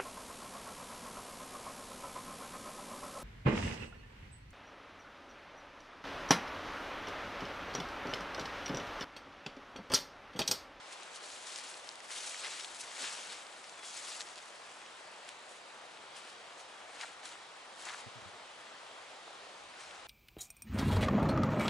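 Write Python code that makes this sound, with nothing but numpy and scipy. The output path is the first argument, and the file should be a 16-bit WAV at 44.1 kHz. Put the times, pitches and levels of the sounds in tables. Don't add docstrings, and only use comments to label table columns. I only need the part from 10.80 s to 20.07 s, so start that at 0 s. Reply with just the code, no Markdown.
import sys
import numpy as np
from scipy import signal
from scipy.fft import rfft, irfft, next_fast_len
from scipy.io import wavfile
from scipy.ndimage import uniform_filter1d

SR = 44100
rng = np.random.default_rng(int(sys.argv[2]) if len(sys.argv) > 2 else 0)


def magnitude_from_level(level_db):
    exponent = np.asarray(level_db, float) / 20
    return 10 ** exponent


def transcribe(u):
    v = np.clip(np.atleast_2d(u).T, -1, 1)
    q = np.round(v * 32767).astype(np.int16)
    wavfile.write(sys.argv[1], SR, q)


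N = 408807


def evened(x):
    return x / np.sqrt(np.mean(x ** 2) + 1e-20)


def read(points, hz):
    f, *columns = np.transpose(points)
    return [np.interp(np.log(hz + 1), np.log(f + 1), column) for column in columns]


def band(x, lo_hz, hi_hz):
    edges = np.clip([lo_hz, hi_hz], 10, SR / 2.1)
    return evened(signal.sosfilt(signal.butter(2, edges, "band", fs=SR, output="sos"), x))


def high_pass(x, hz):
    return signal.sosfilt(signal.butter(2, hz, "high", fs=SR, output="sos"), x)


def drifting_patches(shape, over_time, over_hz):
    noise = rng.standard_normal(shape[::-1]).T
    smooth = uniform_filter1d(noise, size=over_hz, axis=0)
    return evened(uniform_filter1d(smooth, size=over_time, axis=1))


def ports(pair, table):
    size = next_fast_len(N)
    a, b = rfft(pair, size)
    same, lead, lean_db = read(table, np.fft.rfftfreq(size, 1 / SR))
    same = np.clip(same, 0, 1)
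    half = np.exp(.5j * lead) * magnitude_from_level(lean_db / 2)
    left = a * half
    right = (same * a + np.sqrt(1 - same ** 2) * b) / half
    return irfft(np.array([left, right]), size)[:, :N]


# (frequency [Hz], likeness [0-1], left leads [rad], left over right [dB])
NEAR = [(200, 0.84, 0.23, 0.3), (700, 0.75, 0.19, 1), (2700, 0.9, 0.44, 3.7), (5400, 0.84, 0.12, 1.1),
        (7760, 0.95, 0.18, 2.2), (8500, 0.81, 1.44, 0.99), (10900, 0.6, 0.71, 3.2)]
# (centre [Hz], width [Hz])
PARTS = [
    (5550, 7700),
    (2180, 4230),
    (9300, 1880),
    (756, 1280),
]


def grass(smooth=1.3, clump_db=1.0, patchy_db=1.2):
    clumps = magnitude_from_level(clump_db * evened(uniform_filter1d(rng.standard_normal(N), size=500)))
    rub = crackle(ticks_per_s=2200, spread_db=2.8) + smooth * rng.standard_normal((2, N))
    hz, t, z = signal.stft(evened(clumps * rub), SR, nperseg=256, noverlap=192)
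    centre_hz, width_hz = np.transpose(PARTS)
    per_hz_db = np.array(strokes(t)) - 10 * np.log10(2 * width_hz / SR)[:, None]
    order = np.argsort(centre_hz)
    log_centre = np.log(centre_hz[order])
    blend = np.transpose([np.interp(np.log(hz + 1), log_centre, row[order]) for row in np.eye(len(PARTS))])
    colour_db = blend @ per_hz_db - 19.7 * np.log2(np.maximum(hz / 8500, 1))[:, None]
    patches = drifting_patches(colour_db.shape, over_time=20, over_hz=6)
    shaped = signal.istft(z * magnitude_from_level(colour_db + patchy_db * patches), SR, nperseg=256, noverlap=192)[1]
    return ports(high_pass(shaped, 400)[:, :N], NEAR)


# (start [s], length [s], blades [dB], weight toward thick stems [dB], change by the end [dB])
SWEEPS = [(.05, 0.28, -61.5, 2, 0), (.43, .22, -49.5, -4, -2), (0.654, 0.27, -45, -3.5, -5),
          (0.88, 0.33, -50.5, -6, -13), (1.299, .52, -44.5, -2, -1), (1.81, .17, -47, -2, -8),
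          (2.022, 0.22, -50, -2, 1), (2.192, .3, -42, -2, -6.5), (2.49, 0.14, -46, -0.5, -7.5),
          (2.62, 0.45, -59.5, 1.5, 2.5), (3.03, 0.39, -48.5, -6, 1), (3.42, 0.46, -54.5, -2, -7.5),
          (3.85, 0.87, -59.5, 3, -15), (4.688, 0.11, -59, -13, -4), (5.354, 0.3, -54, 2.5, -19),
          (6.074, 0.11, -67, 6, 9), (6.242, 0.11, -54, 3, -8), (6.44, 0.16, -46.5, 0, -19),
          (6.96, 0.079, -61, -1, 11), (7.045, 0.18, -47.5, 0.5, -7), (9.02, 0.19, -58, 4.5, -7)]
# (time [s], half width [s], blades [dB], weight toward thick stems [dB])
FLICKS = [(.13, .02, -48.5, -1), (.23, 0.037, -55.5, 0), (0.359, 0.024, -46.5, -4), (.44, 0.028, -50.5, -1),
          (1.08, .04, -59, -4), (1.25, .03, -54, -4), (1.32, 0.068, -51, -11), (1.38, 0.037, -42, -8),
          (1.74, .05, -51.5, 7), (1.49, 0.052, -43.5, -21), (1.6, 0.026, -52, -5),
          (1.66, 0.038, -47.5, 7.5), (1.96, 0.027, -46.5, -9), (2.01, 0.024, -41, -8.5),
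          (2.17, .02, -46, -4), (2.24, 0.057, -43.5, 1), (2.35, 0.057, -47.5, 0), (2.53, 0.027, -48.5, 1),
          (3.08, .03, -50, -14), (3.17, .04, -47.5, -3), (3.3, 0.071, -44, -2), (3.41, 0.013, -52.5, 5),
          (3.59, .02, -60, -8), (4.49, 0.036, -53.5, 3), (5.37, .02, -54, 1), (5.5, .03, -55, 2),
          (5.8, 0.028, -53, -5), (6.22, 0.034, -45.5, 3.5), (9.01, 0.027, -52, 0)]
# (over the stroke [dB], gain per weight [dB/dB], loss per force [dB/dB], at rest [dB])
SHARES = [
    (-0.5, 0, 0, -67),
    (-0.5, 1, 0, -60.5),
    (-8.5, -0.23, 0.2, -69.5),
    (-12, 0.96, 0.14, -56),
]


def strokes(t):
    rise_s, fall_s = 0.034, 0.026
    skirt_db = -10
    usual_db = -50
    start, length, sweep_db, sweep_weight, change_db = np.transpose(SWEEPS)[:, :, None]
    opening = (t - start) / rise_s + .5
    closing = (start + length - t) / fall_s + .5
    gate = np.clip(np.minimum(opening, closing), 0, 1)
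    sweeps = gate * magnitude_from_level(sweep_db + change_db * np.clip((t - start) / length, 0, 1))
    at, half, flick_db, flick_weight = np.transpose(FLICKS)[:, :, None]
    flicks = magnitude_from_level(flick_db + skirt_db * abs(t - at) / half)
    stroke = np.vstack([sweeps, flicks])
    weight = np.vstack([sweep_weight, flick_weight])
    force_db = np.vstack([sweep_db, flick_db]) - usual_db
    levels_db = []
    for over_db, follow, lose, rest_db in SHARES:
        part = stroke * magnitude_from_level(over_db + follow * weight - lose * force_db)
        levels_db.append(10 * np.log10((part ** 2).sum(0) + magnitude_from_level(rest_db) ** 2))
    return levels_db


def crackle(ticks_per_s, spread_db):
    kinds = rng.standard_normal((12, 40)) * np.exp(-np.arange(40) / 7.)
    size = magnitude_from_level(spread_db * np.minimum(rng.exponential(1, (2, N)), 3.5))
    size = size * rng.choice([-1., 1.], (2, N))
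    struck = rng.random((2, N)) < ticks_per_s / SR
    kind = np.where(struck, rng.integers(0, len(kinds), (2, N)), -1)
    return evened(sum(signal.oaconvolve(size * (kind == k), burst[None])[:, :N]
                      for k, burst in enumerate(kinds)))


# (time [s], peak [dB], low [Hz], high [Hz])
SNAPS = [(.2243, -35, 1160, 5210), (.2326, -35, 3230, 6800), (.5025, -33, 1210, 6850),
         (.6715, -32, 3400, 7020), (.76, -28, 2890, 6500), (.7794, -31, 2670, 7800),
         (.7869, -29, 2760, 5000), (.7981, -33, 1980, 4910), (.9001, -33, 2970, 8790),
         (.9422, -33, 2200, 4180), (1.0909, -27, 2900, 5600), (1.1564, -34, 3400, 8740),
         (1.2042, -35, 1640, 5470), (1.6463, -29, 1550, 3270), (1.7984, -30, 1720, 3880),
         (1.809, -30, 1590, 5340), (1.8465, -27, 2410, 5040), (1.8499, -31, 3270, 7240),
         (1.9472, -32, 2410, 7800), (2.0095, -33, 3960, 7840), (3.4074, -24, 1500, 5940),
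         (3.412, -30, 3750, 7490), (3.4175, -27, 1600, 6590), (3.5581, -35, 3140, 7240),
         (4.4909, -31, 1500, 7500), (6.2127, -30, 1890, 4350), (6.4551, -33, 3190, 6630),
         (6.4906, -34, 2200, 8570), (7.0543, -30, 4180, 7280), (7.0962, -29, 1380, 3570)]
# (time [s], peak [dB], middle [Hz])
KNOCKS = [(1.5462, -33, 1580), (2.2431, -31, 2080), (4.0175, -42, 2040), (4.0624, -40, 2220),
          (5.1732, -43, 2640), (5.726, -41, 2340), (6.2051, -35, 1550), (6.2294, -36, 1230),
          (6.2344, -32, 1200), (6.2387, -33, 1200), (6.2457, -34, 990), (6.4321, -39, 2750),
          (6.5551, -41, 1150), (7.0682, -37, 1140), (7.073, -37, 1620), (7.0858, -36, 1650),
          (7.0894, -34, 1340), (7.1039, -35, 1210), (7.1072, -35, 1400), (7.1274, -38, 1410),
          (7.1354, -36, 1620), (7.1457, -34, 1560), (7.598, -43, 1660), (8.4795, -41, 790),
          (9.1105, -39, 2530)]
# (time [s], peak [dB], middle [Hz])
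TICKS = [(.125, -39, 7400), (.3514, -39, 6900), (.4089, -40, 2800), (.9977, -38, 3100), (1.074, -36, 3500),
         (1.1149, -36, 3700), (1.3055, -32, 2800), (1.8581, -37, 6700), (2.0139, -33, 5700),
         (2.1156, -36, 2900), (2.6679, -37, 3000), (2.7266, -39, 2600), (2.8425, -37, 3600),
         (2.8958, -38, 4000), (3.1671, -34, 6000), (3.426, -37, 6700), (3.4883, -37, 6000),
         (3.5788, -38, 4100), (3.5833, -38, 4700), (3.5892, -37, 3200), (3.6579, -43, 6800),
         (4.1704, -43, 7400), (4.4494, -44, 6800), (4.6931, -43, 8200), (4.7212, -44, 7600),
         (5.8124, -46, 6300), (6.5331, -40, 4500), (7.0046, -42, 7000), (7.1422, -39, 6500)]


def snaps(tear=.45, scatter_db=-18):
    knock_span, tick_span_hz = 1.36, 1490
    lean_db, lean_db_per_octave = 2, 0.2
    out, t = np.zeros((2, N + 600)), np.arange(600) / SR
    breaks = [*SNAPS]
    breaks += [(s, db, hz / knock_span, hz * knock_span) for s, db, hz in KNOCKS]
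    breaks += [(s, db, hz - tick_span_hz, hz + tick_span_hz) for s, db, hz in TICKS]
    for s, peak_db, lo_hz, hi_hz in breaks:
        noise = rng.standard_normal((3, 600))
        blow = signal.unit_impulse(600) + tear * noise[0] * np.exp(-t * hi_hz / 2.5)
        scatter = magnitude_from_level(scatter_db) * noise[1:] * np.exp(-t / .002) * (1 - np.exp(-t / .0004))
        ring = band(blow + scatter, .8 * lo_hz, 1.15 * hi_hz)
        ring = band(ring, .6 * lo_hz, 1.4 * hi_hz)
        pan_db = lean_db + lean_db_per_octave * np.log2(np.sqrt(lo_hz * hi_hz) / 1000)
        sides = magnitude_from_level([[pan_db / 2], [-pan_db / 2]])
        at = round(s * SR) - abs(ring[0]).argmax()
        out[:, at:at + 600] += magnitude_from_level(peak_db) * ring / abs(ring).max() * sides
    return out[:, :N]


# (time [s], length [s], low [Hz], high [Hz], level [dB])
TOUCHES = [
    (7.73, .12, 7200, 10800, -72),
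    (8.48, .045, 350, 1100, -59),
    (2.2, .07, 200, 500, -62),
    (7.065, .05, 750, 2100, -49),
    (7.12, .035, 1000, 1900, -53),
    (2.01, .1, 550, 1100, -56),
    (6.44, .07, 8500, 10900, -62),
    (6.985, .035, 7000, 10800, -64),
]


def touches():
    out = np.zeros(N)
    for s, length, lo_hz, hi_hz, db in TOUCHES:
        count = round(length * SR)
        puff = band(rng.standard_normal(count), lo_hz, hi_hz) * signal.windows.tukey(count, .5)
        out[round(s * SR):][:count] = magnitude_from_level(db) * puff
    return out


# (time [s], length [s], peak [dB], first [Hz], last [Hz])
BUZZES = [
    (7.261, 0.032, -45, 125, 98),
    (7.352, 0.058, -50, 133, 96),
    (7.42, .02, -54, 100, 100),
    (7.45, .06, -51, 88, 104),
    (7.517, 0.06, -65, 99, 95),
    (7.777, .042, -67, 100, 95),
    (7.82, .035, -71, 115, 110),
]
# (multiple, level [dB])
WINGS = [(1, 6), (2, 0), (3, -18), (4, -9)]


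def insect():
    lead = np.array([[1.54], [0]])
    out = np.zeros((2, N))
    for s, length, peak_db, first_hz, last_hz in BUZZES:
        u = np.arange(round(length * SR)) / (length * SR)
        turn = 2 * np.pi * np.cumsum(first_hz + (last_hz - first_hz) * u) / SR
        beats = sum(magnitude_from_level(db) * np.sin(k * turn + lead) for k, db in WINGS)
        at = round(s * SR)
        out[:, at:at + len(u)] += magnitude_from_level(peak_db - 8.5) * beats * np.sin(np.pi * u ** .45)
    return high_pass(out, 60)


# (time [s], level [dB])
GUSTS = [
    [(6.8, -117), (6.904, -91), (6.958, -88), (7.11, -84), (7.158, -98), (7.25, -76)],
    [(8.6, -82), (8.678, -98), (8.882, -77), (8.912, -83), (9.05, -79), (9.152, -82), (9.216, -74),
     (9.27, -64.5)],
]


def gusts():
    t, air = np.arange(N) / SR, rng.standard_normal((3, N))
    level = sum(magnitude_from_level(np.interp(t, *np.transpose(rows), left=-150, right=-150)) for rows in GUSTS)
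    return level * band(air[0] + .3 * air[1:], 40, 110)


# (time [s], length [s], first [Hz], last [Hz], peak [dB])
BIRD = (2.95, .2, 3430, 3330, -58)


def bird():
    s, length, first_hz, last_hz, db = BIRD
    out, count = np.zeros(N), round(length * SR)
    tone = np.sin(2 * np.pi * np.cumsum(np.linspace(first_hz, last_hz, count)) / SR)
    out[round(s * SR):][:count] = magnitude_from_level(db) * tone * signal.windows.tukey(count, .5)
    return out


# (frequency [Hz], level [dB per Hz])
CANOPY = [(12, -65), (20, -43), (81, -20), (134, -15), (346, -10.5), (542, 1), (745, 3.5), (1230, 3),
          (1440, 1.5), (1830, -0.5), (2790, -2), (3270, -2), (4250, -5), (8010, -15), (11000, -62),
          (14300, -55), (22000, -120)]
# (time [s], level [dB])
BREEZE = [(0.0, -56.5), (2.07, -58), (2.24, -53), (2.74, -59.5), (3.25, -57), (3.51, -58), (6.45, -57.5),
          (6.89, -57.5), (7.23, -56), (7.62, -57.5), (8.0, -57), (8.31, -57), (9.27, -56.5)]
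# (frequency [Hz], likeness [0-1], left leads [rad], left over right [dB])
FAR = [(60, 0.96, 0.05, 8), (130, 0.93, 0.11, -2.5), (300, 0.71, 0.28, -1), (696, 0.71, 0.7, 0.8),
       (2660, 0.55, 1, 0.3), (5000, 0.53, .2, 1.2), (7150, 0.42, 0.22, -4), (9000, 0.43, .55, 6),
       (10600, .45, .1, 5)]


def canopy():
    frames, hz = N // 256 + 5, np.fft.rfftfreq(1024, 1 / SR)
    a, b, c, d = rng.standard_normal((frames, 513, 4)).T
    patches = drifting_patches((513, frames), over_time=16, over_hz=14)
    z = np.array([a + 1j * b, c + 1j * d]) * magnitude_from_level(read(CANOPY, hz)[0][:, None] + 1.18 * patches)
    hush = evened(signal.istft(z, nperseg=1024, noverlap=768)[1][:, :N])
    s, level_db = np.transpose(BREEZE)
    return magnitude_from_level(np.interp(np.arange(N) / SR, s, level_db) + 4.5) * ports(hush, FAR)


# (frequency [Hz], level [dB])
WHINE = [(8952, -84), (9001, -83)]


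def tones():
    drone_hz, drone_width_hz, drone_db = 126.6, 74, -86
    t, drift = np.arange(N) / SR, rng.standard_normal((3, N))
    waver = magnitude_from_level(1.6 * evened(uniform_filter1d(drift[0], size=4000)))
    whine = sum(magnitude_from_level(db + 3) * np.sin(2 * np.pi * hz * t) for hz, db in WHINE) * waver
    drone = band(drift[1:], drone_hz - drone_width_hz / 2, drone_hz + drone_width_hz / 2)
    return whine + magnitude_from_level(drone_db) * ports(drone, FAR)


def scene():
    return grass() + snaps() + touches() + insect() + gusts() + bird() + canopy() + tones()


def low_pass(x):
    return signal.sosfilt(signal.butter(12, 12310, fs=SR, output="sos"), x)


def record(dry):
    edge_hz = 11045
    limit = signal.firwin(2047, edge_hz, window=("kaiser", 9), fs=SR)
    limited = signal.oaconvolve(dry, limit[None], "same")
    return low_pass(limited)


dry = scene()
out = record(dry)
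transcribe(out)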